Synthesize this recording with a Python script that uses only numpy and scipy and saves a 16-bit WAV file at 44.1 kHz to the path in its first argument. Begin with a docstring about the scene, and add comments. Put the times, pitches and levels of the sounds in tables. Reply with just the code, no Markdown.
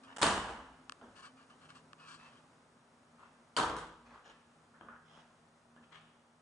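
"""A slow walk out of a tiled bathroom, heard from the stereo microphones of a hand-held camera.
Ventilation hums from the start; close on the left, fingers rub and click on the case, and a sole scuffs.
At 0.2 s a shower door clatters shut, its steel catch and frame rattling in the hard room.
Soft steps follow. At 3.6 s a wooden door is knocked against its frame and its latch snaps in.
The air recedes, and near 5.8 s a sole squeaks and the walk reaches carpet."""
import sys
import numpy as np
from scipy import signal
from scipy.fft import rfft, irfft
from scipy.io import wavfile
from scipy.ndimage import uniform_filter1d

SR = 44100
rng = np.random.default_rng(int(sys.argv[2]) if len(sys.argv) > 2 else 0)


def inscribe(sig):
    """Save sig as 16-bit PCM at rate SR to the path in sys.argv[1].

    A 1-D sig is mono; a 2-D sig holds one channel per row.
    Samples are clipped to [-1, 1] before scaling.
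    """
    pcm = np.round(np.clip(np.atleast_2d(sig).T, -1, 1) * 32767)
    wavfile.write(sys.argv[1], SR, pcm.astype(np.int16))


N = 282681
TIME = np.arange(N) / SR


def undb(db):
    """Decibels to gain."""
    return 10 ** (np.asarray(db) / 20)


def on_log_axis(hz, points):
    """Join (Hz, value) points by straight lines over log frequency."""
    f, value = np.transpose(points)
    return np.interp(np.log(np.maximum(hz, 1)), np.log(f), value)


def unit(x):
    """Scale to an average energy of one per channel."""
    return x / np.sqrt(np.mean(np.sum(x ** 2, axis=-1)))


def add(out, s, x, db, size=512):
    """Mix a stereo sound in at s seconds; db is the level of its loudest hundredth of a second."""
    start = max(int(s * SR), 0)
    loudest = np.sqrt(uniform_filter1d(np.mean(x ** 2, axis=0), size, mode="constant").max())
    out[:, start:start + x.shape[1]] += x[:, :N - start] * undb(db) / loudest


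def pan(x, left_db):
    """Lean a sound toward the left microphone by a level difference."""
    return x * undb([[left_db / 2], [-left_db / 2]])


def through(x, response):
    """Convolve, channel by channel."""
    return signal.fftconvolve(np.atleast_2d(x), np.atleast_2d(response), axes=1)


def soften(x, hz):
    """Gentle low-pass: a softer contact pushes for longer."""
    return signal.lfilter(*signal.butter(1, min(hz, SR / 2 - 2000), fs=SR), x)


def thin(x, hz):
    """Gentle high-pass: a light touch hardly moves the whole panel."""
    return signal.lfilter(*signal.butter(1, hz, "high", fs=SR), x)


def high_pass(x, hz):
    """Remove what lies below hz."""
    return signal.sosfilt(signal.butter(3, hz, "high", fs=SR, output="sos"), x)


def body(points, size=4096):
    """Causal impulse response with the given (Hz, dB) spectrum."""
    gain = undb(on_log_axis(np.fft.rfftfreq(size, 1 / SR), points))
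    cepstrum = irfft(np.log(gain))
    cepstrum[1:size // 2] *= 2
    cepstrum[size // 2 + 1:] = 0
    return unit(irfft(np.exp(rfft(cepstrum))))


def ring(modes):
    """One second of modes (Hz, energy in dB, t60: seconds to fall by 60 dB)."""
    t = np.arange(SR) / SR
    return sum(undb(db) * unit(np.sin(2 * np.pi * hz * t) * np.exp(-np.log(1000) * t / t60))
               for hz, db, t60 in modes)


def detune(modes, spread):
    """Each new contact shifts an object's modes a little."""
    shifts = rng.standard_normal(len(modes))
    return [(hz * (1 + spread * shift), db, t60) for (hz, db, t60), shift in zip(modes, shifts)]


def struck(spectrum, modes):
    """A blow's response: a broad crack plus the modes that ring on."""
    crack = body(spectrum)
    return np.pad(crack, (0, SR - len(crack))) + ring(modes)


def diffuse(size, side_db):
    """Stereo white noise; side_db lists its width as (Hz, side minus mid in dB) points."""
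    ratio = undb(on_log_axis(np.fft.rfftfreq(size, 1 / SR), side_db))
    mid, side = rfft(rng.standard_normal((2, size))) / np.sqrt(1 + ratio ** 2)
    return irfft(np.array([mid + ratio * side, mid - ratio * side]), size)


def wander(rate_hz):
    """Smooth random drift with a spread near one."""
    hold = max(int(SR / rate_hz), 2)
    held = np.repeat(rng.standard_normal(N // hold + 1), hold)
    smooth = uniform_filter1d(uniform_filter1d(held, hold), hold)[:N]
    return smooth / smooth.std()


def slide_envelope(length_s, attack_s, release_s):
    """A surface presses down, slides for length_s and comes to rest."""
    t = np.arange(SR) / SR
    return np.minimum(t / attack_s, 1) * np.exp(-np.maximum(t - length_s, 0) / release_s)


def friction(envelope, grain_db, catch_db, size=128):
    """A swell of tiny uneven slips; the surface catches and lets go every few milliseconds."""
    slips, sizes, catches = rng.standard_normal((3, len(envelope)))
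    grip = uniform_filter1d(catches, size) * np.sqrt(size)
    return slips * undb(grain_db * sizes + catch_db * np.tanh(grip)) * envelope


# The tiled room's decay. Each row: frequency in Hz, t60 in seconds.
ROOM_T60 = [(50, 1), (150, 0.62), (400, 0.72), (1200, 0.77), (3000, 0.75), (5500, 0.58), (9000, 0.5)]
# The room's width at the microphones. Each row: frequency in Hz, side minus mid in dB.
ROOM_WIDTH = [(50, -21.5), (150, -33.5), (500, -19.5), (1000, -9.5), (2200, -2), (4500, -1.5), (8500, -9)]


def reverb(liveness, bands=14):
    """The room's dense tail, treble dying first; liveness scales the decay times for the source's spot."""
    t, hz = np.arange(SR) / SR, np.fft.rfftfreq(SR, 1 / SR)
    noise, centres = rfft(diffuse(SR, ROOM_WIDTH)), np.geomspace(50, 10000, bands)
    tail = 0
    for centre, share in zip(centres, np.eye(bands)):
        band = irfft(noise * np.interp(hz, centres, share), SR)
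        build_up = 1 - np.exp(-t / (0.0017 + 0.73 / centre))  # low modes need some cycles to fill
        t60 = liveness * on_log_axis(centre, ROOM_T60)
        tail = tail + band * build_up * np.exp(-np.log(1000) * t / t60)
    return unit(tail)


def room(direct_db, liveness, contact_s=0.00077, size=512):
    """Surfaces meet at many points: a short burst reaches the microphones, direct_db above the tail."""
    age = np.arange(size) / SR / contact_s
    direct = unit(diffuse(size, ROOM_WIDTH) * age * np.exp(-age))
    return reverb(liveness) + undb(direct_db) * np.pad(direct, ((0, 0), (0, SR - size)))


# Moving air at the microphones. Each row: frequency in Hz, level in dB.
AIR_SPECTRUM = [(25, -20), (60, -22), (100, -11), (135, -12.5), (168, -13.5), (200, -12), (240, -14.5),
                (330, -15), (500, -14), (1300, -14.5), (1650, -19.5), (2300, -25.5), (4500, -30.5),
                (9800, -34)]
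# Stereo width of the steady hiss, nearly mono at the top.
# Each row: frequency in Hz, side minus mid in dB.
HISS_WIDTH = [(50, -19), (200, -13), (600, -10), (1200, -4), (2400, -2.5), (4500, 0.5), (7000, -16)]
# Duct resonances. Each row: frequency in Hz, width in Hz, starting level in dB, fade in dB per second.
DUCT_MODES = [(158.4, 4.3, -72.5, 1), (237, 7.7, -76, -0.73), (260.5, 14, -67, 3.5)]


def ventilation(start_db=-63.5, air_fade_db_per_s=0.65, steady_tone=0.35):
    """Rushing air keeps the duct humming unevenly; all fades with distance but one tone, which grows."""
    air_db = start_db - air_fade_db_per_s * TIME + 0.5 * wander(5.31)
    air = through(diffuse(N, HISS_WIDTH), body(AIR_SPECTRUM))[:, :N] * undb(air_db)
    hum = 0
    for hz, width_hz, db, fade_db_per_s in DUCT_MODES:
        waver = steady_tone + wander(2 * width_hz) + 1j * wander(2 * width_hz)
        tone = (waver * np.exp(2j * np.pi * hz * TIME)).real
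        hum = hum + tone * undb(db - fade_db_per_s * TIME)
    return pan(air + hum, left_db=0.4)


# Strokes on the case. Each row: start in seconds, length in seconds, level in dB, cut-off in Hz.
RUBS = [(0.032, 0.0081, -58, 9100), (1.147, 0.061, -55.5, 14100), (1.218, 0.044, -51.5, 8000),
        (1.354, 0.079, -62, 2500), (1.495, 0.018, -58.5, 3960), (1.599, .06, -61, 4500),
        (1.685, 0.021, -56, 5500), (1.741, 0.038, -57, 10000), (1.975, 0.09, -57.5, 3500),
        (2.057, 0.0926, -51.5, 9900), (2.154, 0.13, -59, 6000), (2.292, 0.1, -63.5, 4000)]
# Clicks under the fingers. Each row: start in seconds, level in dB, contact cut-off in Hz.
CLICKS = [(0.8955, -44.5, 5800), (0.9216, -49, 16000), (1.704, -59, 3500), (1.9316, -53.5, 2510)]
# The plastic case's modes. Each row: frequency in Hz, level in dB, t60 in seconds.
CASE_MODES = [(1142, -23.5, 0.071), (1628, -23.5, 0.087), (2343, -13.5, 0.077), (3060, -19, 0.098),
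              (4580, -20, 0.035)]
# Paths through the case to each microphone. Each row: frequency in Hz, level in dB.
CASE_LEFT = [(500, -26), (800, -17), (1080, 1.5), (1550, 4), (1750, 3.5), (2050, -22.5), (2500, -5.5),
             (3100, -1.5), (3700, -8), (4400, -2.5), (5300, -6.5), (6800, -12), (8200, -6), (10000, -17)]
CASE_RIGHT = [(500, -13), (850, -20), (1180, 6.5), (1450, 2.5), (1750, -17.5), (2100, -19.5), (2700, -0.5),
              (3100, -3.5), (3700, -14.5), (4600, -21.5), (10000, -33)]


def hand():
    """Rubs and clicks travel through the case to the microphones, too close to wake the room."""
    out = np.zeros((2, N))
    shell = np.array([body(CASE_LEFT), undb(-2.5) * body(CASE_RIGHT)])  # right is further from the hand
    for s, db, contact_hz in CLICKS:
        add(out, s, soften(disperse(shell, lag_s=0.0008), contact_hz), db)
    for s, length_s, db, bright_hz in RUBS:
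        stroke = slide_envelope(length_s, attack_s=0.34 * length_s, release_s=0.018)
        slide = friction(stroke, grain_db=4.0, catch_db=2)
        singing = through(slide, ring(detune(CASE_MODES, spread=0.056)))[0, :len(slide)]
        add(out, s, through(soften(slide + singing, bright_hz), shell), db)
    return out


def disperse(x, lag_s):
    """Bending waves in a thin shell: treble arrives first, 1 kHz comes lag_s late."""
    khz = np.fft.rfftfreq(x.shape[-1], 1000 / SR)
    return irfft(rfft(x) * np.exp(-4000j * np.pi * lag_s * np.sqrt(khz)))


# Slides on the floor below the camera.
# Each row: start in seconds, length in seconds, level in dB, cut-off in Hz, attack in seconds.
SCUFFS = [(0.057, 0.071, -55, 2900, 0.037), (2.17, 0.13, -61, 4000, 0.039), (3.173, 0.088, -55, 2500, 0.02),
          (4.046, 0.1, -59, 3400, 0.023), (4.125, 0.061, -55.5, 2870, 0.018),
          (4.234, 0.078, -56.5, 5000, 0.023), (5.029, 0.18, -60.5, 8040, 0.077),
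          (5.821, 0.017, -67, 8000, .02), (5.911, 0.054, -54, 6050, .016)]
# A sole on each surface. Each row: frequency in Hz, level in dB.
SOLE_ON_TILE = [(60, -9), (200, -16), (500, -4.5), (900, -2), (1200, 0), (1650, -1), (2100, -9),
                (2600, -5.5), (3350, -7), (3850, -12), (6500, -13.5), (10000, -21.5)]
SOLE_ON_CARPET = [(60, -14), (200, -20), (500, -8.5), (900, -2.5), (1250, 0), (1650, -0.5), (2000, -6),
                  (2600, -3.5), (3400, -2.5), (3850, -12.5), (6500, -17.5), (10000, -25)]


def scuffs(carpet_from_s=5.5):
    """Soles catch and slip between the steps, on tiles and then on carpet."""
    out, tile, carpet = np.zeros((2, N)), body(SOLE_ON_TILE), body(SOLE_ON_CARPET)
    for s, length_s, db, bright_hz, attack_s in SCUFFS:
        slide = friction(slide_envelope(length_s, attack_s, release_s=0.013), grain_db=3.0, catch_db=4.5)
        floor = through(carpet if s > carpet_from_s else tile, room(direct_db=4.0, liveness=1.0))
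        add(out, s, through(soften(soften(slide, bright_hz), bright_hz), floor), db)
    return out


def door(blows, spectrum, modes, liveness):
    """A door meets its frame and rebounds; after each blow the door rings and the room booms."""
    out, response = np.zeros((2, N)), struck(spectrum, modes)
    for s, db, contact_hz, direct_db, low_cut_hz in blows:
        blow = thin(soften(response, contact_hz), low_cut_hz)
        add(out, s, through(blow, room(direct_db, liveness)), db)
    return out


# The shower door, near centre: the catch ticks, the door slams, the pane rebounds.
# Each row: start in seconds, level in dB, direct sound in dB, low cut in Hz.
SHOWER_BLOWS = [(0.1633, -54, 16, 2500), (0.1672, -49.5, 12.5, 347), (0.1707, -48, 14.5, 600),
                (.183, -45, -6, 250), (.192, -51, 7.5, 298), (.205, -53, -0.5, 200.4),
                (.2150, -28, -15, 30.4), (0.2294, -25.5, -0.5, 30), (0.2407, -34.5, -2.5, 120),
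                (.262, -35.5, -7.5, 60), (0.2676, -32.5, 2.5, 90), (.2745, -33.5, 0, 149),
                (0.378, -37.5, 16, 200), (0.457, -52, -11, 250), (0.485, -45.5, -16, 350)]
# Its crack. Each row: frequency in Hz, level in dB.
SHOWER_CRACK = [(21, -20.5), (35, -15.5), (59, 0), (120, -10), (216, 1), (294, -5), (610, -5.5), (840, -1),
                (1620, -3.5), (2200, -13), (3060, -12.5), (3500, -16.5), (5940, -15.5), (8680, -12),
                (10000, -16.5), (13000, -57.5), (22000, -120)]
# The door's ring and the room's low boom after each blow.
# Each row: frequency in Hz, level in dB, t60 in seconds.
SHOWER_AND_ROOM_MODES = [(48.4, -21, 0.45), (119, -28, 0.065), (218, -27.5, 0.2), (333, -23, .7),
                         (472, -29, 0.42), (961, -26, 0.011), (1160, -19, 0.0093), (2930, -18, 0.011)]


def shower_door(slam_s=0.22, hardest_hz=11000, softest_hz=1470, halving_s=0.024):
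    """Contact is hard up to the slam; after it the rebounds grow softer and duller."""
    blows = []
    for s, db, direct_db, low_cut_hz in SHOWER_BLOWS:
        contact_hz = hardest_hz * 0.5 ** (max(s - slam_s, 0) / halving_s)
        blows.append((s, db, max(contact_hz, softest_hz), direct_db, low_cut_hz))
    return pan(door(blows, SHOWER_CRACK, SHOWER_AND_ROOM_MODES, liveness=1.02), left_db=-0.4)


def chinks(hits, modes):
    """A small steel part strikes its plate; each mode beams its own way and carries into the room."""
    out = np.zeros((2, N))
    for s, db, direct_db in hits:
        partials = [ring([mode]) for mode in detune([mode[:3] for mode in modes], spread=0.012)]
        direct = sum(pan(partial, left_db=mode[3]) for partial, mode in zip(partials, modes))
        tail = through(sum(partials), reverb(liveness=0.85))[:, :SR]
        add(out, s, undb(direct_db) * direct + tail, db)
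    return out


# The catch's snaps. Each row: start in seconds, level in dB, direct sound in dB.
CATCH_HITS = [(.2225, -34, 0.75), (.2285, -31, 3), (.2665, -38, 4), (.279, -45, 4)]
# Its modes. Each row: frequency in Hz, level in dB, t60 in seconds, left minus right in dB.
CATCH_MODES = [(3130, -2, .015, -10), (3580, 3, 0.018, 0), (3830, 1, .015, 0.5), (4300, 1.5, 0.012, -0.5),
               (4640, -5, 0.012, 0.5), (6800, -10.5, 0.006, -0.5), (8470, -3.5, .012, 0)]


def shower_catch():
    """The shower door's steel catch snaps against its plate."""
    return chinks(CATCH_HITS, CATCH_MODES)


def frame_rattle():
    """After the slam the shower door's loose metal frame chatters brightly and settles."""
    envelope = slide_envelope(length_s=0.046, attack_s=0.0072, release_s=0.021)
    chatter = high_pass(friction(envelope, grain_db=2.5, catch_db=3), hz=5000)
    out = np.zeros((2, N))
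    add(out, 0.228, through(chatter, room(direct_db=8, liveness=0.65)), db=-39.5)
    return out


# Heels landing below the camera.
# Each row: start in seconds, level in dB, creak in Hz, thud against creak in dB, direct sound in dB.
STEPS = [(1.0124, -53.5, 620, 9, -5.5), (1.044, -61, 500, -4, 3), (4.741, -64, 1570, -15, -14),
         (4.81, -52.5, 1110, 8, -3), (4.8849, -50, 1470, -24, -8), (4.918, -62.5, 1380, -22, -9),
         (4.962, -60, 1540, -19, 5), (5.175, -59, 830, -6.5, 4), (5.655, -71, 550, -11, 3),
         (5.7625, -61.5, 1110, 12, -1)]
# A heel's thud. Each row: frequency in Hz, level in dB.
HEEL_THUD = [(40, -24), (80, -24), (230, 13), (500, 2), (1000, 0), (1600, 2.5), (2200, -19), (3200, -4),
             (5000, -44), (10000, -64)]
# The floor's boom. Each row: frequency in Hz, level in dB, t60 in seconds.
FLOOR_MODES = [(242, -4, 0.083), (122, -21.5, 0.053)]


def footsteps(creak_t60_s=0.0043, contact_hz=2650):
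    """Heels thud and make the floor boom and creak; a creak is a broad, short resonance."""
    out, thud, sole = np.zeros((2, N)), struck(HEEL_THUD, FLOOR_MODES), body(SOLE_ON_TILE)
    for s, db, creak_hz, thud_db, direct_db in STEPS:
        creak = unit(through(ring([(creak_hz, 0, creak_t60_s)]), sole)[0, :len(thud)])
        step = soften(creak + undb(thud_db) * thud, contact_hz)
        add(out, s, through(step, room(direct_db, liveness=0.81)), db)
    return out


# The wooden door, further along the walk.
# Each row: start in seconds, level in dB, contact cut-off in Hz, direct sound in dB, low cut in Hz.
WOOD_BLOWS = [(3.566, -34, 11000, -10, 900), (3.5722, -30.5, 4940, -6.5, 200), (3.5862, -32.5, 2980, 2, 60),
              (3.5995, -34, 1480, 11, 250), (3.634, -35, 1100, -1.5, 40), (3.697, -38.5, 1100, 2.5, 60),
              (3.765, -44.5, 6500, -5, 90), (3.785, -48.5, 14000, -1.5, 200)]
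# Its crack. Each row: frequency in Hz, level in dB.
WOOD_CRACK = [(21, -47), (35, -2), (102, -12.5), (145, -12), (202, -7.5), (324, -11), (420, -5.5),
              (690, -10.5), (961, -1), (1620, -11), (2250, -19.5), (3290, -14), (4690, -20.5), (7890, -20),
              (10000, -20.5), (13000, -45), (22000, -120)]
# The door's ring and the room's low boom after each blow.
# Each row: frequency in Hz, level in dB, t60 in seconds.
WOOD_AND_ROOM_MODES = [(57.3, -23, 0.99), (165.3, -16, 0.55), (325.5, -15, 0.6), (501, -22, 0.5),
                       (1000, -26, 0.037), (1290, -13, 0.012), (1543, -16.5, 0.055)]


def wooden_door():
    """The wooden door knocks against its frame and sets the room booming."""
    return pan(door(WOOD_BLOWS, WOOD_CRACK, WOOD_AND_ROOM_MODES, liveness=0.84), left_db=0.5)


# The latch's hits, more direct than room. Each row: start in seconds, level in dB, direct sound in dB.
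LATCH_HITS = [(3.5658, -34.5, 14), (3.5785, -46, 8), (3.587, -41.5, 5.2), (3.608, -47, 11),
              (3.626, -44.5, 5)]
# Its modes. Each row: frequency in Hz, level in dB, t60 in seconds, left minus right in dB.
LATCH_MODES = [(3125, 3.5, 0.025, -7), (4130, -23, 0.014, 0), (4396, -0.5, 0.041, 16), (6230, -21, .01, 0),
               (8060, -26, .008, -3)]


def door_latch():
    """The wooden door's steel latch snaps in and rattles."""
    return chinks(LATCH_HITS, LATCH_MODES)


# A squeak underfoot, dead centre.
# Each row: start in seconds, length in seconds, level in dB, first pitch in Hz, last pitch in Hz.
SQUEAKS = [(5.767, 0.023, -66, 1436, 1795)]


def sole_squeak(glide_s=0.0112):
    """A sole grips and sings for a moment, its pitch rising quickly and levelling off."""
    out, t = np.zeros((2, N)), np.arange(SR) / SR
    for s, length_s, db, start_hz, end_hz in SQUEAKS:
        glide_hz = end_hz + (start_hz - end_hz) * np.exp(-t / glide_s)
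        hz = glide_hz * (1 + 0.025 * wander(310)[:SR])
        envelope = slide_envelope(length_s, attack_s=0.0039, release_s=0.0054)
        tone = np.sin(2 * np.pi * np.cumsum(hz) / SR) * envelope
        add(out, s, tone + undb(-3) * through(tone, reverb(liveness=0.6))[:, :SR], db)
    return out


def scene():
    """At the microphones: both doors with their fittings, the walker and the air."""
    doors = shower_door() + wooden_door()
    fittings = shower_catch() + frame_rattle() + door_latch()
    walker = footsteps() + scuffs() + sole_squeak() + hand()
    return doors + fittings + walker + ventilation()


def record(dry):
    """The camera drops the deepest rumble and cuts the top."""
    top_cut = signal.ellip(10, 0.2, 70, 10050, fs=SR, output="sos")
    return signal.sosfilt(top_cut, high_pass(dry, hz=39))


dry = scene()
out = record(dry)
inscribe(out)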